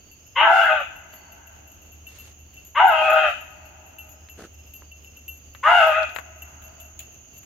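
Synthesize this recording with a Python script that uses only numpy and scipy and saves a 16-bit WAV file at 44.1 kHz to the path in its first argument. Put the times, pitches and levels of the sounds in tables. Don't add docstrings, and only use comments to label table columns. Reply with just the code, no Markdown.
import sys
import numpy as np
from scipy import signal
from scipy.fft import rfft, irfft, next_fast_len
from scipy.io import wavfile
from scipy.ndimage import uniform_filter1d, minimum_filter1d

SR = 44100
rng = np.random.default_rng(int(sys.argv[2]) if len(sys.argv) > 2 else 0)


def dump(signal):
    limited = np.clip(np.atleast_2d(signal).T, -1, 1)
    pcm = np.round(limited * 32767).astype(np.int16)
    wavfile.write(sys.argv[1], SR, pcm)


N = 328545
TIME, FREQS = np.arange(N) / SR, np.fft.rfftfreq(N, 1 / SR)


def amp(db):
    return 10 ** (np.asarray(db) / 20)


def evened(x):
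    return x / np.sqrt(np.mean(abs(x) ** 2) + 1e-20)


def shares(ratio_db):
    ratio = amp(ratio_db)
    return np.array([ratio, np.ones_like(ratio)]) / np.sqrt(1 + ratio ** 2)


def read(points, hz):
    f, value = np.transpose(points)
    return np.interp(np.log(hz + 1), np.log(f + 1), value)


def curves(rows, t):
    s, *columns = np.transpose(rows)
    return [np.interp(t, s, c) for c in columns]


def add(mix, start_s, sound):
    part = mix[:, max(round(start_s * SR), 0):][:, :sound.shape[-1]]
    part += sound[..., :part.shape[-1]]


def panned(side_db):
    return evened(amp([[side_db / 2], [-side_db / 2]]))


def coloured(x, points):
    n = x.shape[-1]
    return irfft(rfft(x) * amp(read(points, np.fft.rfftfreq(n, 1 / SR))), n)


def noise(points, n):
    return evened(coloured(rng.standard_normal((2, next_fast_len(n))), points))[:, :n]


def wander(n, rate_hz):
    m = next_fast_len(n)
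    rolloff = np.exp(-(np.fft.rfftfreq(m, 1 / SR) / rate_hz) ** 2)
    return evened(irfft(rfft(rng.standard_normal(m)) * rolloff, m))[:n]


def angle(hz):
    return 2 * np.pi * np.cumsum(hz) / SR


def resonate(x, hz, width_hz, order=2):
    turn = np.exp(1j * angle(hz * np.ones(len(x))))
    r = np.exp(-np.pi * width_hz / SR)
    z = x / turn
    for _ in range(order):
        z = signal.lfilter([1 - r], [1, -r], z + 1e-18)
    return (turn * z).real


def steadied(x, size=1300):
    return x / np.sqrt(abs(uniform_filter1d(x ** 2, size)) + 1e-12)


# settled_hz, gape_rise_hz, end_fall_hz
THROAT_HZ = [(809.8, 200, 70), (1507, 25, 13)]
THROAT_WIDTH_HZ = [390, 620, 640]
# freq_hz, density_db
HOARSE = [(700, -25), (1100, -7.5), (1500, -7.5), (2100, 3), (3200, 0), (3800, -8), (4500, -24),
          (6000, -44.5)]
# freq_hz, gain_db
MUZZLE = [(250, -29), (500, -20.5), (640, -5.5), (760, -2), (1050, -1.5), (1180, 1.5), (1330, -5),
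          (2050, 2), (3500, -1.5), (4300, -8.5)]
# freq_hz, density_db
VOICE_AIR = [(2500, -23), (3500, -4), (4400, 4), (5700, -2.5), (7000, 3), (8200, -9.5), (11500, -5),
             (12800, -7.5), (15500, -14)]
SCOOP_SHARE, SCOOP_S, DROOP_S = .26, .032, .05
WAVER_SHARE, WAVER_HZ, THROAT_DRIFT_SHARE = .014, 14.75, .028
RELEASE_S, GAPE_S = .035, .08
CLEAR_TIRED_DB, CLEAR_GAPE_DB, CLEAR_DB_PER_HZ, CLEAR_FROM_HZ = 6, -14.5, 0.06, 665
OCTAVE_TIRED_DB = -13.5
HISS_ENDS_DB = -43
HISS_BURST_DB, HISS_BURST_HZ = 4.5, 6
PUSH_HZ_PER_DB = 1.5
BRIGHT_HZ_PER_DB = 8
OPEN_HZ, OPEN_WIDTH_HZ = 1980, 900


def bawl(row, effort, jitter=.01, second_side=0.94, lower_side=.15, clear_top=0.95, third_db=-17,
         chest_db=-34, low_db=1.0, middle_db=1.0, high_db=-3, open_db=-2, settled_gape=0.16, hoarse_db=-7):
    (start_s, end_s, attack_s, held_hz, yelp_hz, yelp_at_s, yelp_s, droop_hz,
     clear_db, octave_db, hiss_db, hiss_peak) = row
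    t = np.arange(0, end_s - start_s, 1 / SR)
    n, spent = len(t), t / t[-1]
    gape = np.exp(-t / GAPE_S)
    yelp = np.exp(-((t - yelp_at_s) / yelp_s) ** 2)
    level_db, bright_db, treble_db, high_hz = curves(effort, start_s + t)

    hz = held_hz * (1 - SCOOP_SHARE * np.exp(-t / SCOOP_S) + WAVER_SHARE * wander(N, WAVER_HZ)[:n])
    hz = hz + yelp_hz * yelp - droop_hz * np.exp((t - t[-1]) / DROOP_S)
    throat_hz = [(f + rise * gape - fall * spent) * (1 + THROAT_DRIFT_SHARE * wander(N, WAVER_HZ)[:n])
                 for f, rise, fall in THROAT_HZ]
    hz = hz + PUSH_HZ_PER_DB * (level_db - level_db.mean())
    throat_hz[1] = throat_hz[1] + BRIGHT_HZ_PER_DB * bright_db

    clear_ratio_db = clear_db + CLEAR_TIRED_DB * spent + CLEAR_GAPE_DB * gape
    clear_ratio_db = clear_ratio_db + CLEAR_DB_PER_HZ * np.maximum(hz - CLEAR_FROM_HZ, 0)
    first, low = shares(clear_ratio_db) * amp(level_db + low_db)
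    octave, middle = shares(octave_db + OCTAVE_TIRED_DB * spent ** 2) * amp(level_db + bright_db + middle_db)
    high = amp(level_db + treble_db + high_db)
    between = np.sqrt(middle * high)

    folds = angle(hz * (1 + jitter * wander(n, 90)))
    clear = first * np.cos(folds) + octave * (np.cos(2 * folds) + amp(third_db) * np.cos(3 * folds))
    clear *= np.sqrt(2) * (1 + .27 * wander(n, 80))

    flutter = angle(np.maximum(throat_hz[0] - hz, 100) * (1 + .16 * wander(n, 70)))
    sidebands = np.exp(1j * flutter) * (1 + .5 * wander(n, 86))
    sidebands = sidebands + second_side * np.exp(1j * (1.8 * flutter + 2 * wander(n, 23)))
    sidebands = sidebands + lower_side * np.exp(-1j * flutter)
    shaken = folds + angle(hz * .025 * wander(n, 110))
    pulses = sum(np.exp(1j * k * shaken) for k in range(1, 9))
    puffs = rng.standard_normal(n) * (1 + np.cos(flutter)) * (1 + 0.47 * np.cos(folds))
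    drive = evened((pulses * sidebands).real) + .58 * evened(puffs)

    upper_lines = evened(sum(np.cos(k * folds) for k in range(3, 8)))
    drives = [drive, drive, drive + clear_top * upper_lines]
    registers = zip(drives, (low, middle, high), throat_hz + [high_hz], THROAT_WIDTH_HZ)
    rasp = sum(gain * steadied(resonate(d, f, width, order=3)) for d, gain, f, width in registers)
    open_drive = drive + gape * upper_lines + evened(puffs) / 2
    open_voice = steadied(resonate(open_drive, OPEN_HZ, OPEN_WIDTH_HZ, order=3))
    rasp += amp(open_db) * between * (gape + settled_gape) * open_voice
    hoarse = evened(coloured(evened(drive) + evened(puffs), HOARSE))
    rasp += amp(hoarse_db) * between * (1 + gape) * hoarse
    rasp = coloured(rasp, MUZZLE)

    chest = amp(chest_db) * low * evened(resonate(puffs, 365, 76))
    hiss_level_db = hiss_db + HISS_ENDS_DB * (spent - hiss_peak) ** 2
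    hiss_level_db = hiss_level_db + HISS_BURST_DB * wander(N, HISS_BURST_HZ)[:n]
    hiss = amp(hiss_level_db) * noise(VOICE_AIR, n)
    edges = np.minimum(t / attack_s, (t[-1] - t) / RELEASE_S)
    swell = np.sin(np.pi / 2 * np.clip(edges, 0, 1)) ** 2
    return start_s, (clear + rasp + chest + hiss) * swell


def scatter(t60, start_s, build_s, length=3 * SR):
    hz, t, z = signal.stft(rng.standard_normal((2, length)), SR, nperseg=512)
    age = np.maximum(t - start_s, 0)
    z = z * amp(-60 * age / read(t60, hz)[:, None]) * (1 - np.exp(-age / build_s))
    z /= np.sqrt(np.mean(np.sum(abs(z[:, 6:20]) ** 2, -1)))
    return signal.istft(z, SR, nperseg=512)[1] * np.sqrt(3 / 2) / np.sqrt(512 * 256)


# start_s, end_s, attack_s, held_hz, yelp_rise_hz, yelp_delay_s, yelp_half_s, droop_hz,
# clear_over_rasp_db, octave_over_rasp_db, hiss_peak_db, hiss_peak_at [share of length]
BAWLS = [(0.352, 0.841, 0.024, 622.4, 49.9, .21, .14, 50, -7.5, -2.5, -55.5, 0.37),
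         (2.744, 3.318, .032, 633.5, 142.3, .104, .044, 40.6, -5.5, 2.5, -50, 0.5),
         (5.627, 6.064, 0.015, 641, 68.02, .122, .08, 5.6, 0, 4, -52.5, 0.41)]
# time_s, low_db, middle_rel_low_db, high_rel_low_db, high_throat_hz
EFFORT = [
    [(0.378, -23, -3.5, 1.5, 2920), (0.414, -17, -4, -2.5, 2840), (0.448, -18, 0.5, -15.5, 2580),
     (0.512, -15, -3.5, -21, 2610), (0.628, -23, 6.5, -3, 2906), (0.68, -26, 7.5, -17, 2900),
     (0.728, -23.5, 3, 0, 2470), (0.746, -23, -4.5, -15.5, 2600), (0.766, -33, 9.5, -5, 2870),
     (0.815, -30, -0.5, -7.5, 2570)],
    [(2.77, -26.5, 5, -1.5, 2830), (2.804, -14.5, -4.5, -12.5, 2820), (2.856, -12, -19, -29.5, 2710),
     (2.89, -17, -3, -15.5, 2660), (2.976, -25, -4, -1, 2830), (3.02, -20, -6, -10, 2660),
     (3.054, -24.5, -0.5, 3, 2430), (3.128, -19, -1.5, -11, 2700), (3.248, -24, 4.5, -1, 2750),
     (3.295, -23, -2, -11, 2700)],
    [(5.645, -32, 11, -5, 2800), (5.687, -17, 3.5, -14, 2850), (5.707, -15.5, -4, -9.5, 2760),
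     (5.813, -19, 2, -6.5, 2690), (5.855, -22.5, 1.5, -6, 2790), (5.881, -18.5, -5.5, -14.5, 2610),
     (5.949, -34.5, 9, 2.5, 2510), (5.987, -20.5, 1, -9, 2730), (6.011, -29.5, -0.5, 0, 2450),
     (6.04, -30.5, 4, -7, 2470)],
]
# freq_hz, t60_s
FOREST_T60 = [(300, 2.6), (650, 2.2), (1400, 1.9), (2800, 3.4), (6000, .7)]
# freq_hz, gain_db
WOODS = [(400, 4.5), (650, 0.5), (850, -2), (1080, 3), (1350, -3), (1700, 5), (2100, 3.5), (2800, 1)]
# freq_hz, left_minus_right_db
VOICE_SIDE = [(380, -.5), (700, .8), (1300, 3.2), (2500, 4.6), (4400, 1.5), (8000, -4), (15000, 1)]
HILL_S = .7


def hound(early_db=-13, near_db=-24, far_db=-26, hill_db=-36):
    dog = np.zeros((2, N))
    for row, effort in zip(BAWLS, EFFORT):
        add(dog, *bawl(row, effort))
    verge = scatter([(600, 0.1), (3000, 0.48)], .001, 0.0014)
    verge = coloured(verge, [(600, 12), (1400, 8.0), (2800, 12.0), (5000, 11.0)])
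    woods = amp(near_db) * scatter([(600, 1.0), (3000, 1.0)], 0.036, .03)
    woods += amp(-10.5) * scatter([(600, 0.11), (3000, 0.28)], .012, .01)
    woods += amp(far_db) * scatter(FOREST_T60, 0.018, 0.051)
    woods += amp(hill_db) * scatter([(300, 3.8), (1400, 1.6), (3000, 1.0)], HILL_S, HILL_S / 8)
    woods = coloured(woods, WOODS)
    heard = dog + signal.fftconvolve(dog, woods + amp(early_db) * verge, axes=1)[:, :N]
    side_db = read(VOICE_SIDE, FREQS)
    return irfft(rfft(heard) * amp([side_db / 2, -side_db / 2]), N)


# low_db, lower_treble_db, upper_treble_db
TOUCH_DB = [-55.5, -58.5, -54]
TOUCH_GAP_S, TOUCH_SPREAD_DB = .19, 0.6


def touches(count=39):
    times_s = (np.arange(count) + rng.random(count)) * TOUCH_GAP_S
    levels_db = TOUCH_DB + TOUCH_SPREAD_DB * rng.standard_normal((count, len(TOUCH_DB)))
    return np.column_stack([times_s, levels_db]).tolist()


# start_s, low_db, lower_treble_db, upper_treble_db
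JINGLES = [(0.636, -70, -62, -48), (0.958, -47, -55, -62), (1.139, -57, -49, -59), (1.715, -58, -67, -51),
           (2.067, -44.5, -53, -50), (2.186, -46, -46, -47), (2.569, -45, -58, -68), (2.648, -66, -52, -46),
           (2.869, -64, -38, -40.5), (3.1, -38, -42, -36), (3.407, -48, -55, -50), (3.985, -42.5, -47, -54),
           (4.091, -66, -56, -43.5), (4.296, -51, -53.5, -48), (4.582, -52.5, -66.5, -59.5),
           (4.737, -47, -42, -49), (4.915, -49, -71, -62), (5.046, -43, -61, -49.5),
           (5.166, -50.5, -68, -51), (5.28, -38.5, -39.5, -47), (5.866, -64, -47, -56),
           (6.148, -45, -47.5, -48), (6.42, -44.5, -48, -45), (6.623, -47, -45, -49),
           (6.801, -62, -57, -46), (6.992, -49, -57, -46), (7.367, -56.5, -58, -42)]
# gain_db, t60_s, driving_level [index of strike level column]
CLASP_MODES = [(4, .26, 0), (-3.5, .12, 0), (-5.5, 0.39, 2), (-18, .12, 1), (4.5, .22, 1), (0.5, .19, 2)]
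# pitch_hz, before slight random detuning
CLASP_HZ = [2728, 2920, 6950, 11480, 12525, 12910]
# freq_hz, density_db
SNAP = [(1500, -29.5), (2700, 7), (4000, -9), (5800, -30), (7000, 13), (8500, -39.5), (11000, -2.5),
        (12700, -8.5), (15500, -1.5)]
HARD_DB, HARD_RISE_S, SOFT_RISE_S = -47.5, .0006, .003


def clasp(side_db=4, tick_db=-1, level_db=0):
    out, t = np.zeros((2, N)), np.arange(SR // 3) / SR
    modes = len(CLASP_MODES)
    for start_s, *levels in JINGLES + touches():
        peak_db = max(levels)
        phases = rng.uniform(0, 2 * np.pi, (modes, 1, 1)) + np.array([[0], [1.1]])
        tuning_hz = np.array(CLASP_HZ) * (1 + .0015 * rng.standard_normal(modes))
        ring = np.zeros((2, len(t)))
        for hz, (db, t60, column), phase in zip(tuning_hz, CLASP_MODES, phases):
            decay = amp(levels[int(round(column))] + db - 60 * t / t60)
            ring += decay * np.sin(2 * np.pi * hz * t + phase)
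        ring *= 1 + 0.41 * wander(len(t), 45)
        tick = noise(SNAP, len(t)) * np.exp(-t / 0.0071)
        tick = tick * min(1, amp(.5 * (peak_db + 39)))
        rise_s = np.interp(peak_db, [HARD_DB - 11.5, HARD_DB], [SOFT_RISE_S, HARD_RISE_S])
        touch = ring * (1 - np.exp(-t / rise_s)) + amp(tick_db + peak_db) * tick
        add(out, start_s, amp(level_db) * panned(side_db) * touch)
    return out


# start_s, thud_db, thud_hz, snap_db, left_minus_right_db
KNOCKS = [(1.138, -36, 1730, -56, -7), (4.288, -38, 2607, -62, 0), (4.395, -37.5, 524, -69.5, -1),
          (4.822, -38, 972, -71, 3), (5.55, -29, 1900, -78, 3.5), (6.032, -21.5, 2480, -60, -32.5),
          (6.094, -26, 2002, -69, -26), (6.163, -15, 1750, -37, 11), (6.187, -16, 1470, -39, 14),
          (6.622, -48, 2700, -47, -9), (6.801, -51, 2680, -39.5, -1), (6.993, -45, 2910, -30.5, 4),
          (7.004, -42, 3100, -36, -7), (7.432, -42.5, 1740, -47, 4)]
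# start_s, length_s, dull_db, crisp_db
SCUFFS = [(2.041, 0.31, -64.5, -55.5), (3.794, 0.19, -67, -84), (4.362, 0.12, -46, -53.5),
          (5.141, 0.057, -64.5, -70), (6.993, 0.063, -86, -58)]
# freq_hz, density_db
SCUFF_DULL = [(70, -18), (170, -7.5), (330, -3), (650, -7.5), (1000, -23), (1400, -6), (2500, -29.5),
              (5000, -48)]
# freq_hz, density_db
SCUFF_CRISP = [(1500, 3), (2700, 7), (4500, 3), (8000, -4), (13000, -5), (16000, -56)]


def handling(ring_db=-13, ring_s=0.01, snap_s=0.01):
    out, t = np.zeros((2, N)), np.arange(2048) / SR
    for start_s, thud_db, hz, snap_db, side_db in KNOCKS:
        u = 2 * np.pi * hz * (t - .001)
        push = -u * np.exp((1 - u ** 2) / 2)
        body_band = [(hz / 5, -22), (hz / 2, -6), (hz, 0), (hz * 2, -20), (hz * 5, -36)]
        body = noise(body_band, len(t)) * np.exp(-t / ring_s)
        snap = noise(SNAP, len(t)) * np.exp(-t / snap_s)
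        knock = amp(thud_db) * (push + amp(ring_db) * body) + amp(snap_db) * snap
        add(out, start_s - .001, panned(side_db) * knock)
    for start_s, length_s, dull_db, crisp_db in SCUFFS:
        n = int(length_s * SR)
        rub = amp(dull_db) * noise(SCUFF_DULL, n)[0] + amp(crisp_db) * noise(SCUFF_CRISP, n)
        add(out, start_s, rub * amp(3 * wander(n, 250)) * signal.windows.tukey(n, .5))
    return out


# freq_hz, density_db
TRILL = [(3290, -41.5), (5600, -18), (5760, -33.5), (6110, 9), (6710, 14.5), (7190, -4.5), (7330, -36.5),
         (7900, -46), (10300, -68), (17400, -120)]
# time_s, level_db
TRILL_DB = [(0, -57), (2.5, -56.5), (4.5, -57), (6.5, -53.5), (7.45, -52)]
# start_s, end_s, gap_s, pitch_hz, level_db
CRICKETS = [(0, 1.3, 1.12, 4560, -55.5), (.19, .5, .47, 5130, -58.5), (2.448, 3.7, 1.07, 4526, -63),
            (4.11, 5.3, 0.43, 5090, -59.5), (4.754, 7.4, 0.63, 4710, -60.5)]


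def insects(syllable_s=.043, trill_side_db=-5, trill_db=1, cricket_db=-4, echo_db=-6, count=4):
    crickets, t = np.zeros((2, N)), np.arange(1100) / SR
    chorus = noise(TRILL, N) * amp(curves(TRILL_DB, TIME)[0] + trill_db + .8 * wander(N, 50))
    brush = scatter([(600, 0.2), (5000, .6)], .004, 0.015, SR)
    for start_s, end_s, gap_s, hz, db in CRICKETS:
        for chirp_s in np.arange(start_s, end_s, gap_s):
            for k in range(count):
                pitch_hz = hz * (1 + .008 * rng.standard_normal() + .09 * (.5 - t / t[-1]))
                stroke = amp(db) * np.sin(angle(pitch_hz)) * np.hanning(len(t))
                add(crickets, chirp_s + k * syllable_s, stroke)
    echoes = signal.fftconvolve(crickets, brush, axes=1)[:, :N]
    return amp(cricket_db) * crickets + amp(echo_db) * echoes + panned(trill_side_db) * chorus


# freq_hz, density_db
AIR = [(15, -37.5), (25, -17), (84, -4.5), (153, -16), (700, -15), (1000, -23), (1400, -22), (1790, -27),
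       (2410, -23.5), (2760, -13), (3620, -31.5), (5570, -29.5), (6560, -23.5), (7920, -41), (11600, -41),
       (12500, -25.5), (16000, -37.5)]
AIR_DB = -60
# time_s, level_db
HUM_DB = [(0, -69.5), (1.7, -51.5), (3.6, -53), (4.6, -49), (6.9, -50.5), (7.45, -65)]
HUM_HZ = 75.4


def background(air_db=0, hum_lag_rad=0.12, hum_db=1):
    own = rng.standard_normal((2, N))
    own = coloured(own, [(30, -3), (80, -4), (300, -3), (1000, -2), (3000, 0)])
    shared = coloured(rng.standard_normal(N), [(60, 4.5), (300, 2), (1000, -29.5), (3000, -30.5)])
    air = coloured(shared + own, AIR)
    band = signal.butter(4, [130, 2000], "band", fs=SR, output="sos")
    body = signal.sosfilt(band, air.mean(0))
    turn = angle(HUM_HZ + 0.83 * wander(N, 10)) + np.array([[0], [hum_lag_rad]])
    hum = np.sin(turn) * amp(curves(HUM_DB, TIME)[0] + hum_db + 2.2 * wander(N, 13))
    return air * amp(AIR_DB + air_db + 1.1 * wander(N, 9)) / body.std() + hum


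def scene():
    return hound() + clasp() + handling() + insects() + background()


EDGE_HZ = 15850


def record(dry, ceiling=.92):
    room = np.minimum(1, ceiling / (abs(dry).max(0) + 1e-9))
    gain = uniform_filter1d(minimum_filter1d(room, size=441), size=441)
    lowpass = signal.firwin(511, EDGE_HZ, window=("kaiser", 9), fs=SR)
    return signal.oaconvolve(dry * gain, lowpass[None], "same")


dry = scene()
out = record(dry)
dump(out)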